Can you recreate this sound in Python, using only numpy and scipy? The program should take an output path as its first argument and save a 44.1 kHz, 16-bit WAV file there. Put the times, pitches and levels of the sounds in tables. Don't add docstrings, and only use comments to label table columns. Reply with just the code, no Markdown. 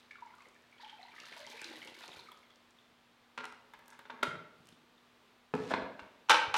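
import sys
import numpy as np
from scipy import signal
from scipy.fft import rfft, irfft
from scipy.io import wavfile
from scipy.ndimage import uniform_filter1d, minimum_filter1d

SR = 44100
rng = np.random.default_rng(int(sys.argv[2]) if len(sys.argv) > 2 else 0)


def to_wav(s):
    ch = np.atleast_2d(s).T
    pcm = np.round(np.clip(ch, -1, 1) * 32767)
    wavfile.write(sys.argv[1], SR, pcm.astype(np.int16))


def volts_from_db(level):
    exponent = np.asarray(level, float) / 20
    return 10 ** exponent


N = 289737
T = np.arange(N) / SR

# (time [s], flow [dB], thickness [dB])
FLOW = [(0.0, -64, 0), (0.2, -72, -24), (0.47, -76.5, 28), (0.6, -85, 18), (0.765, -80, -30),
        (0.815, -51.5, -28), (0.88, -56, -16), (0.99, -66, 3), (1.23, -55.5, 1.5), (1.34, -52.5, 1.5),
        (1.42, -55.5, 4.5), (1.62, -49.5, 2.5), (1.97, -60, 11.5), (2.03, -50, 5), (2.36, -71, 13),
        (2.55, -72, -1), (3.0, -110, 25)]
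# (time [s], peak [dB], pitch [Hz])
DROPS = [(0.111, -50.5, 1720), (0.158, -49.5, 1350), (0.186, -53, 1105), (0.266, -52.5, 866),
         (0.337, -52, 965), (0.388, -53, 1185), (0.284, -67, 950), (0.308, -53, 930), (0.341, -52, 1380),
         (0.408, -55, 1090), (0.8, -52, 930), (0.93, -47, 864), (0.996, -51, 726), (1.033, -52, 760),
         (1.053, -48.5, 896), (1.142, -55, 1220), (1.184, -52.5, 1210), (1.24, -50, 1300),
         (1.322, -58, 706), (1.37, -48.5, 910), (1.473, -49, 894), (1.531, -50, 870), (1.621, -54, 836),
         (1.691, -60, 600), (1.717, -51.5, 810), (1.875, -54, 895), (2.04, -51, 900), (2.143, -57, 803),
         (2.193, -52.5, 935), (2.289, -46, 1230), (2.317, -53, 974), (2.504, -62, 1230),
         (0.865, -47.5, 864), (0.883, -60, 865), (0.921, -71, 2320), (0.988, -56, 2500), (1.003, -58, 2130),
         (1.016, -52.5, 1980), (1.041, -64, 4100), (1.087, -53, 930), (1.188, -47, 2100),
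         (1.82, -43.5, 3000), (1.76, -46.5, 1920), (1.879, -45, 2740), (2.165, -59, 3760), (2.2, -48, 3900),
         (2.212, -51, 3600), (1.538, -56, 2360), (1.66, -47, 3900)]
# (time [s], peak [dB], pitch [Hz])
DROPLETS = [(0.1104, -42.5, 2160), (0.155, -52, 1580), (0.2728, -54.5, 2100), (0.3047, -56, 1970),
            (0.4055, -53, 2050), (0.421, -55, 2430), (0.456, -53.5, 2020), (0.552, -59, 2200),
            (0.64, -61, 1740), (0.5617, -56.5, 1710), (0.7262, -52.5, 2170), (0.8135, -58, 1690),
            (0.8468, -46, 3080), (0.8965, -43.5, 3090), (1.03, -46, 3900), (1.083, -52, 1940),
            (1.1633, -47.5, 1880), (1.1806, -48, 1710), (1.2025, -47, 2650), (1.3254, -46, 2050),
            (1.4481, -46, 1990), (1.474, -44.5, 3030), (1.5204, -48, 2200), (1.594, -42, 2390),
            (1.6456, -38.5, 3900), (1.7459, -54, 1930), (1.8193, -46, 1970), (1.8736, -52, 2050),
            (2.118, -45, 3600), (2.193, -45, 4050), (2.3187, -47.5, 3250), (2.5053, -55.5, 3160),
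            (2.7876, -55, 3380), (0.7833, -55, 3170), (0.8706, -55, 3070), (0.8781, -53, 3320),
            (0.9395, -70, 3220), (1.1176, -51, 2200), (1.2857, -54, 3990), (1.577, -48, 2280),
            (1.633, -53, 2500), (1.6938, -48, 3460), (1.827, -43.5, 2100), (1.881, -47, 3150),
            (1.95, -51.5, 2100), (2.0365, -45, 3500), (2.132, -46, 3300), (2.17, -52, 2300),
            (2.272, -52.5, 2100), (2.3408, -72, 3430), (2.4306, -56.5, 2080), (4.686, -55.5, 2870),
            (4.725, -57, 3480), (4.98, -58.5, 3500)]
# (time [s], peak [dB], pitch [Hz])
GULPS = [(1.368, -43, 640), (1.398, -44.5, 583), (1.412, -40, 600), (1.43, -43, 616), (1.448, -46, 600),
         (1.544, -43, 456), (1.654, -44, 334), (1.698, -43, 320), (1.756, -46.5, 306), (1.859, -50, 482),
         (2.039, -47, 704), (2.189, -62, 442)]
# (time [s], peak [dB], pitch [Hz])
PLOPS = [
    (0.2257, -41, 930),
    (0.836, -46, 840),
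]
# (time [s], peak [dB], centre [Hz])
SPLASH = [(0.1075, -61, 4660), (0.2068, -59, 4750), (0.2597, -60, 4920), (0.352, -60, 7660),
          (0.382, -59, 5090), (0.4204, -59, 5760), (0.486, -55, 6900), (0.5447, -60, 6000),
          (0.6215, -59, 5700), (0.7137, -63, 6140), (0.816, -71, 4530), (1.0201, -58, 5250),
          (1.2003, -41.5, 4470), (1.255, -45, 4680), (1.3248, -43, 2400), (1.3704, -43, 2400),
          (1.392, -45.5, 4850), (1.4654, -40.5, 4620), (1.4992, -43, 4600), (1.6157, -39.5, 6530),
          (1.6427, -35.5, 4300), (1.701, -46, 4940), (1.848, -49, 7500), (1.8727, -45.5, 4500),
          (2.0065, -49, 4970), (2.0783, -44, 4900), (2.083, -56, 5120), (2.148, -55, 5800),
          (2.1644, -54, 4630), (2.1971, -50, 4690), (2.2878, -54, 4500), (2.317, -49, 10800),
          (2.373, -56, 4700), (2.5027, -62, 5420), (2.5576, -54, 4600), (2.7067, -59, 6300)]
# (frequency [Hz], density [dB/Hz])
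SPRAY = [(590, -21), (1000, 13.5), (1200, 6), (2080, -46), (2870, 2), (3800, 10.5), (5310, 1), (14100, -52),
         (16000, -48)]

# (time [s], peak [dB], body [dB], tick [dB], contact [ms])
LIFT = [(3.3765, -25, -20, -7.5, 5.7), (3.382, -36, -36, -20, 2.2), (3.387, -30, -11, -7, 2.2),
        (3.395, -37, -18, -30, 5), (3.404, -31.5, -22, -19, 4.6), (3.409, -37.5, -14, -30, 3.2),
        (3.4365, -38, -19, -36, 5), (3.4415, -30.5, -23.5, 0, 3.5), (3.454, -30.5, -43, 11.5, 1.9),
        (3.462, -48, -25, -12, 2.7), (3.513, -52, -25, -20, 12), (3.524, -38, -41, 6.5, 1.6)]
SWING = [
    (3.736, -38, -27, -1.5, 16),
    (3.791, -45.5, -14, 2, 11),
    (3.8805, -50.5, -14, 20.5, 9),
    (3.892, -49, -17, 4, 12),
    (3.911, -51, -18, 9, 4.1),
    (3.923, -43.5, -19.5, -31, 32),
    (3.991, -37, -14.5, 1.5, 8.3),
    (4.053, -39.5, -12.5, -39, 11),
    (4.101, -31, -15.5, -33, 7.2),
    (4.129, -50, -11, -27, 5.4),
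]
TAUT = [
    (4.2285, -23, -8, -10, 2.7),
    (4.2305, -14, -12.5, -3.5, 6.8),
]
CREAK = [(4.098, -33, -15, -26, 6), (4.137, -49, 4, -30, 6.8), (4.168, -47, -13, -30, 6.7),
         (4.19, -44, -10, -30, 8), (4.21, -43, -6, -30, 8), (4.351, -46, -16, -12, 5.4),
         (5.577, -35, -20, -25, 5), (5.709, -24.5, -15, -20, 6.6), (5.72, -30.5, -21, -20, 3.3),
         (5.745, -24.5, -20, -21, 6), (3.745, -52.5, -20, -30, 6.9), (3.775, -54, -25, -30, 8),
         (3.81, -49, -22, -30, 7), (3.821, -52, -17, -30, 8.7), (3.858, -58, -20, 14, 4),
         (3.903, -55, -20, 22, 4), (3.929, -50, -22, 8, 11), (3.937, -48, -16, -3, 7.4),
         (3.95, -50, -20, -30, 7), (6.025, -51, -17, -30, 8)]
LAND = [
    (5.538, -22.5, -0.5, -36, 4.5),
    (5.551, -32, 7.5, 0, 4.6),
]
SET_DOWN = [
    (5.706, -25, -37, -30, 12),
    (5.714, -18, -10.5, -19, 12.5),
    (5.779, -30, -1.5, -28, 4.2),
    (5.819, -29.5, -7, -37, 9.4),
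]
ROCK = [
    (5.738, -15, -9.5, -37, 5.3),
]
NUDGE = [
    (5.993, -31.5, -39, -15, 9.5),
    (6.024, -45, -34.5, -34, 13),
]
DROP = [(6.287, -31, -31, -16, 11), (6.295, -8, -24, 6, 11.6), (6.3, -13, -17, -11, 5.3),
        (6.31, -9.5, -22, 6, 5.4), (6.304, -3, -35, -13, 6.2), (6.317, -6.5, -44, -3, 3.6),
        (6.332, -39, -34, -17, 3.9), (6.344, -12, -22.5, -7, 3.4), (6.378, -45, -30, -26, 4.7),
        (6.541, -16, -45, 3, 6.4), (6.548, -19, -30, -8, 17), (6.553, -24.5, -21.5, -18, 4.2),
        (6.562, -22, -21, 7.5, 25)]

# (frequency [Hz], width [Hz], level [dB])
WALL_LIFT = [(930, 86, 10.5), (1140, 180, -32), (1390, 120, 14.5), (1760, 150, -2), (1940, 210, 13.5),
             (2700, 250, 8.5), (3030, 810, 12), (3900, 270, 3.5)]
WALL_SWING = [(914, 104, 16), (1390, 140, 15.5), (1640, 150, 15.5), (2100, 160, 13), (2650, 290, 4),
              (3600, 190, 11.5)]
WALL_TAUT = [(900, 80, 1), (1347, 68, 7.5), (1412, 63, 4.5), (1050, 120, -8), (2080, 160, 6.5),
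             (2600, 73, -0.5), (3250, 280, 7.5), (3750, 260, -1), (3840, 200, 5), (4700, 350, -11)]
WALL_CREAK = [(917, 47, 3.5), (1105, 40, -4.5), (1350, 80, -2.5), (1700, 99, 4), (2050, 130, 0),
              (3300, 540, -4)]
WALL_LAND = [(900, 140, 7.5), (956, 88, 3), (1281, 81, -4), (1680, 200, -2.5), (2550, 180, -10)]
WALL_SET = [(640, 130, 13.7), (876, 150, 10.6), (1300, 210, 9.2), (1550, 220, 6.2), (2280, 400, 3.3),
            (3600, 510, 6.6)]
WALL_ROCK = [(750, 110, 3), (1030, 170, 18.5), (1560, 175, 16), (2080, 180, 7), (2500, 200, 4),
             (3400, 540, 17.5), (4170, 280, 9)]
WALL_NUDGE = [(950, 180, 10.5), (1530, 140, 10), (2200, 160, 5), (2750, 67, -4), (4050, 570, 12)]
WALL_DROP = [(855, 25.7, 9.7), (895, 51, 13), (974, 67, 7.5), (1140, 110, 10), (1230, 260, 9.9),
             (1467, 61, 7), (1380, 140, 7.4), (2494, 153, 13.6), (2710, 190, 11), (3000, 160, 14),
             (3600, 230, 7.3), (3910, 180, 7.1), (4440, 500, 8.8), (5800, 570, 20)]
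# (frequency [Hz], width [Hz], level [dB])
BODY = [(105, 20, -7), (161, 33, -34), (204, 45, 2.5), (252, 6.5, -2), (333.6, 6.6, -14.5), (430, 18, 5),
        (480, 4.7, -30), (554, 35, 11.5)]
BODY_TAUT = [(237, 45, 2.5), (409, 40, -2), (466, 31, -5.5), (600, 100, 6.5)]
BODY_LAND = [(211, 40, 1), (272, 10.1, -2.5), (338, 92, -2), (426, 36, 6), (491, 30, -4.5)]
BODY_SET = [(105, 22, -12), (192, 39, -3.5), (269, 19, -1), (331, 55, -3.5), (425, 32, -1.5),
            (529, 40, 2.5), (640, 120, 3)]
BODY_DROP = [(198, 36, -3), (248, 30, -4.5), (343, 36, -7), (433, 19, 2), (555, 76, 0), (716, 95, -6.5)]
# (frequency [Hz], density [dB/Hz])
CRACK = [(180, -51), (300, 3.5), (767, -8), (897, -23), (1030, -0.5), (1540, -1.5), (1910, -7.5),
         (2300, -6), (3830, -12.5), (9000, -37), (11700, -92), (19800, -120)]

# (time [s], peak [dB], grit [dB], thud [Hz])
STEPS = [(2.097, -53, -8, 154), (2.168, -54, -7, 84.5), (4.282, -31.5, -18, 144), (4.36, -41, -19, 191),
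         (4.433, -53, -16, 385), (4.605, -49, -15, 141.4), (4.656, -50, -6, 330), (4.671, -48.5, 1, 179),
         (4.689, -58, 13.5, 178), (4.729, -47.5, -15, 296), (4.84, -52, -21, 353), (5.546, -29, -23, 135),
         (5.828, -43, -27, 71.6), (5.921, -57, -24, 170), (6.02, -49, -16, 76.4), (6.481, -38, -61, 96)]
# (time [s], level [dB])
SCRAPE = [
    (5.56, -50),
    (5.664, -48),
    (5.718, -37.5),
    (5.73, -61),
]
# (frequency [Hz], density [dB/Hz])
AIR = [(15, -77), (25, -11), (123, -11.5), (206, -9.5), (242, -15), (270, -9.5), (476, -8.5), (531, -11),
       (734, -10), (863, -9.5), (1190, -10), (2280, -13.5), (3620, -15), (5730, -25), (11000, -34),
       (16000, -34.5)]
# (frequency [Hz], level [dB rms])
HUM = [(119.5, -88.5), (240, -75.5), (1184, -84)]
# (frequency [Hz], T60 [s])
ROOM_T60 = [(125, 0.61), (250, 0.81), (500, 0.9), (1000, 0.55), (2000, 0.63), (4000, 0.51), (8000, 0.35),
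            (14000, 0.19)]
# (delay [s], level [dB])
ECHOES = [(.005, -24), (.011, -11.5), (.021, -17.5), (0.039, -15), (.052, -62), (.083, -21), (.122, -22.5)]


def unit(x):
    return x / np.sqrt(np.mean(x ** 2))


def peak(x, db):
    return x * volts_from_db(db) / np.abs(x).max()


def band(x, lo_hz, hi_hz):
    return signal.sosfilt(signal.butter(2, [lo_hz, hi_hz], "band", fs=SR, output="sos"), x)


def colour(x, points):
    hz, db = np.transpose(points)
    log_hz = np.log(np.arange(len(x) // 2 + 1) * SR / len(x) + 1)
    return irfft(rfft(x) * volts_from_db(np.interp(log_hz, np.log(hz), db)), len(x))


def curve(table, column, outside_db=-140):
    rows = np.array(table)
    return volts_from_db(np.interp(T, rows[:, 0], rows[:, column], outside_db, outside_db))


def walk(rate_hz):
    k = int(SR / rate_hz)
    steps = np.repeat(rng.standard_normal(N // k + 1), k)
    return unit(uniform_filter1d(uniform_filter1d(steps, k), k)[:N])


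def add(out, time_s, x):
    i = int(time_s * SR)
    out[i:i + len(x)] += x[:N - i]


def burst(ms, seed):
    t = np.arange(len(seed)) / (ms * SR / 1000)
    tones = rfft(seed * (1 - np.exp(-4 * t)) * np.exp(-t))
    even = irfft(tones / (np.abs(tones) + 1e-9) ** .8, len(seed))
    return even * (1 - np.exp(-6 * t)) * np.exp(-t / 5)


def bubble(hz, cycles, glide):
    ring_s = cycles / hz
    t = np.arange(int(2.5 * ring_s * SR) + 8) / SR
    shape = (1 - np.exp(-5 * t / ring_s)) * np.exp(-(t / ring_s) ** 3)
    return shape / shape.max() * np.sin(2 * np.pi * hz * (t + glide * t ** 2 / (2 * ring_s)))


def drops():
    out = np.zeros(N)
    for s, db, hz in DROPS:
        add(out, s - .003, volts_from_db(db) * bubble(hz, cycles=9.2, glide=0.022))
    for (s, db, hz), seed in zip(DROPLETS, rng.standard_normal((len(DROPLETS), 600))):
        slap = peak(band(burst(7.2, seed), 1200, 3700), db - 5.0)
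        add(out, s - .001, volts_from_db(db) * bubble(hz, cycles=10.2, glide=0.069))
        add(out, s - .001, slap)
    for s, db, hz in GULPS:
        add(out, s - .005, volts_from_db(db - 9.0) * bubble(hz, cycles=8.4, glide=0.036))
    for s, db, hz in PLOPS:
        add(out, s - .004, volts_from_db(db) * bubble(hz, cycles=10.3, glide=0.023))
    half_band = 2 ** 0.47
    for (s, db, hz), seed in zip(SPLASH, rng.standard_normal((len(SPLASH), 400))):
        add(out, s, peak(band(burst(1.9, seed), hz / half_band, hz * half_band), db + 0.5))
    return out


def swarm(count, lo_hz, hi_hz, cycles, spread_db):
    out = np.zeros(N)
    for when, size, ring, loud in rng.random((count, 4)):
        hz = lo_hz * (hi_hz / lo_hz) ** size
        gain_db = -spread_db * np.log(1 - .98 * loud)
        add(out, 3 * when, volts_from_db(gain_db) * bubble(hz, cycles * (0.2 + ring), glide=0.13))
    return out / np.std(out[:3 * SR])


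def stream():
    flow, thickness = curve(FLOW, 1), curve(FLOW, 2)
    fizz = swarm(count=1500, lo_hz=1250, hi_hz=4300, cycles=7.6, spread_db=2.5)
    gurgle = swarm(count=200, lo_hz=313, hi_hz=880, cycles=1.21, spread_db=4)
    specks = (rng.random(N) < 1500 / SR) * rng.standard_normal(N)
    specks = specks * volts_from_db(np.minimum(rng.exponential(size=N), 3))
    specks = specks * volts_from_db(3 * walk(rate_hz=70))
    spray = unit(colour(specks, SPRAY))
    mist = unit(band(specks, 1800, 12000))
    water = volts_from_db(-6) * fizz + volts_from_db(-10) * spray
    water = water + volts_from_db(-14.5) * thickness ** 0.77 * gurgle
    water = water + volts_from_db(-17.5) * thickness ** 0.37 * mist
    return flow * water


def modes(peaks, rise_ms, chance):
    t = np.arange(8192) / SR
    ring = np.zeros(len(t))
    for (hz, width_hz, db), (a, b) in zip(peaks, chance):
        decay = volts_from_db(db + 1.5 * a) * np.exp(-np.pi * width_hz * t)
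        ring += decay * np.sin(2 * np.pi * (hz * (1 + b / 250) * t + a))
    return ring * (1 - np.exp(-t * 1000 / rise_ms)) ** 2


def knocks(events, wall, body, crack_db, tick_hz=8700, tick_lo_hz=2400, tick_share=.45):
    out = np.zeros(N)
    for (s, db, body_db, tick_db, ms), seed in zip(events, rng.standard_normal((len(events), 4096))):
        chance = seed[-40:].reshape(-1, 2)
        crack = peak(colour(burst(ms, seed), CRACK) * np.hanning(8192)[4096:], crack_db)
        thump = band(modes(body, 0.32, chance), 59, 1130)
        tick = band(burst(tick_share * ms, seed), tick_lo_hz, tick_hz)
        start_s = s - .0003
        add(out, start_s, volts_from_db(db) * peak(modes(wall, 0.1 * ms, chance), -3.0))
        add(out, start_s, volts_from_db(db) * band(crack, 794, 9700))
        add(out, start_s, peak(thump, db + body_db - 2.5))
        add(out, start_s, peak(tick, db + tick_db - 17.5))
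    return out


def handle_lifted():
    lift = knocks(LIFT, WALL_LIFT, BODY, crack_db=-6)
    return lift + knocks(SWING, WALL_SWING, BODY, crack_db=-7.5, tick_hz=14400, tick_lo_hz=4900,
                         tick_share=0.17)


def bucket_landed():
    land = knocks(LAND, WALL_LAND, BODY_LAND, crack_db=-10.5)
    settle = knocks(SET_DOWN, WALL_SET, BODY_SET, crack_db=-14)
    rock = knocks(ROCK, WALL_ROCK, BODY_SET, crack_db=-10)
    return land + settle + rock + knocks(NUDGE, WALL_NUDGE, BODY, crack_db=-11)


def boots_and_scrape():
    out = np.zeros(N)
    for (s, db, grit_db, hz), seed in zip(STEPS, rng.standard_normal((len(STEPS), 200))):
        add(out, s - .004, volts_from_db(db - 8.0) * bubble(hz, cycles=1.29, glide=0.076))
        add(out, s, peak(band(burst(0.64, seed), 2600, 9600), db + grit_db - 0.5))
    grit = (rng.random(N) < 3000 / SR) * rng.standard_normal(N)
    return out + volts_from_db(-10.5) * curve(SCRAPE, 1) * unit(band(grit, 760, 4460))


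def air():
    noise = colour(rng.standard_normal(N), AIR)
    noise = noise * volts_from_db(-67.5) / np.std(band(noise, 390, 16000)) * volts_from_db(.5 * walk(6.4))
    drift_s = T + np.cumsum(0.0056 * walk(0.76)) / SR
    hum = np.zeros(N)
    for hz, db in HUM:
        hum += np.sqrt(2) * volts_from_db(db + 0.7 * walk(25)) * np.sin(2 * np.pi * hz * drift_s)
    return noise + hum


def room(tail_db):
    t = np.arange(SR) / SR
    tail = np.zeros(SR)
    for hz, t60_s in ROOM_T60:
        tail += band(rng.standard_normal(SR), hz / 1.52, hz * 1.394) * 1000. ** (-t / t60_s)
    tail = tail * (1 - np.exp(-t / .012))
    slaps = np.zeros(SR)
    for k, (s, db) in enumerate(ECHOES):
        slaps[int(s * SR)] = (-1) ** k * volts_from_db(db)
    response = volts_from_db(tail_db) * tail / np.sqrt(np.sum(tail ** 2)) + band(slaps, 62, 3600)
    response[0] += 1
    return response


def heard(x, tail_db):
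    return signal.fftconvolve(x, room(tail_db))[:N]


def scene():
    lifted = handle_lifted()
    taut = knocks(TAUT, WALL_TAUT, BODY_TAUT, crack_db=-8, tick_hz=11200)
    landed = bucket_landed()
    dropped = knocks(DROP, WALL_DROP, BODY_DROP, crack_db=-4)
    water = band(drops() + stream(), 140, 19000)
    mix = heard(water, tail_db=-7.5)
    mix += heard(lifted, tail_db=-8.5)
    mix += heard(taut, tail_db=-8.5)
    mix += heard(landed, tail_db=-7.5)
    mix += heard(dropped, tail_db=-10)
    mix += heard(boots_and_scrape(), tail_db=-5.5)
    mix += air()
    creak = knocks(CREAK, WALL_CREAK, BODY_TAUT, crack_db=-20, tick_lo_hz=4500)
    mix += heard(creak, tail_db=-6)
    return mix[None]


def band_limit(x):
    return signal.sosfilt(signal.butter(12, 16430, fs=SR, output="sos"), x)


def record(dry):
    thin = signal.sosfilt(signal.butter(1, 50, "high", fs=SR, output="sos"), dry)
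    gain = np.minimum(1, volts_from_db(-11.5) / (np.abs(thin) + 1e-9)) ** .7
    held = thin * uniform_filter1d(minimum_filter1d(gain, size=301), size=301)
    mix = signal.sosfilt(signal.ellip(8, .2, 60, 15900, fs=SR, output="sos"), held)
    return band_limit(mix)


dry = scene()
out = record(dry)
to_wav(out)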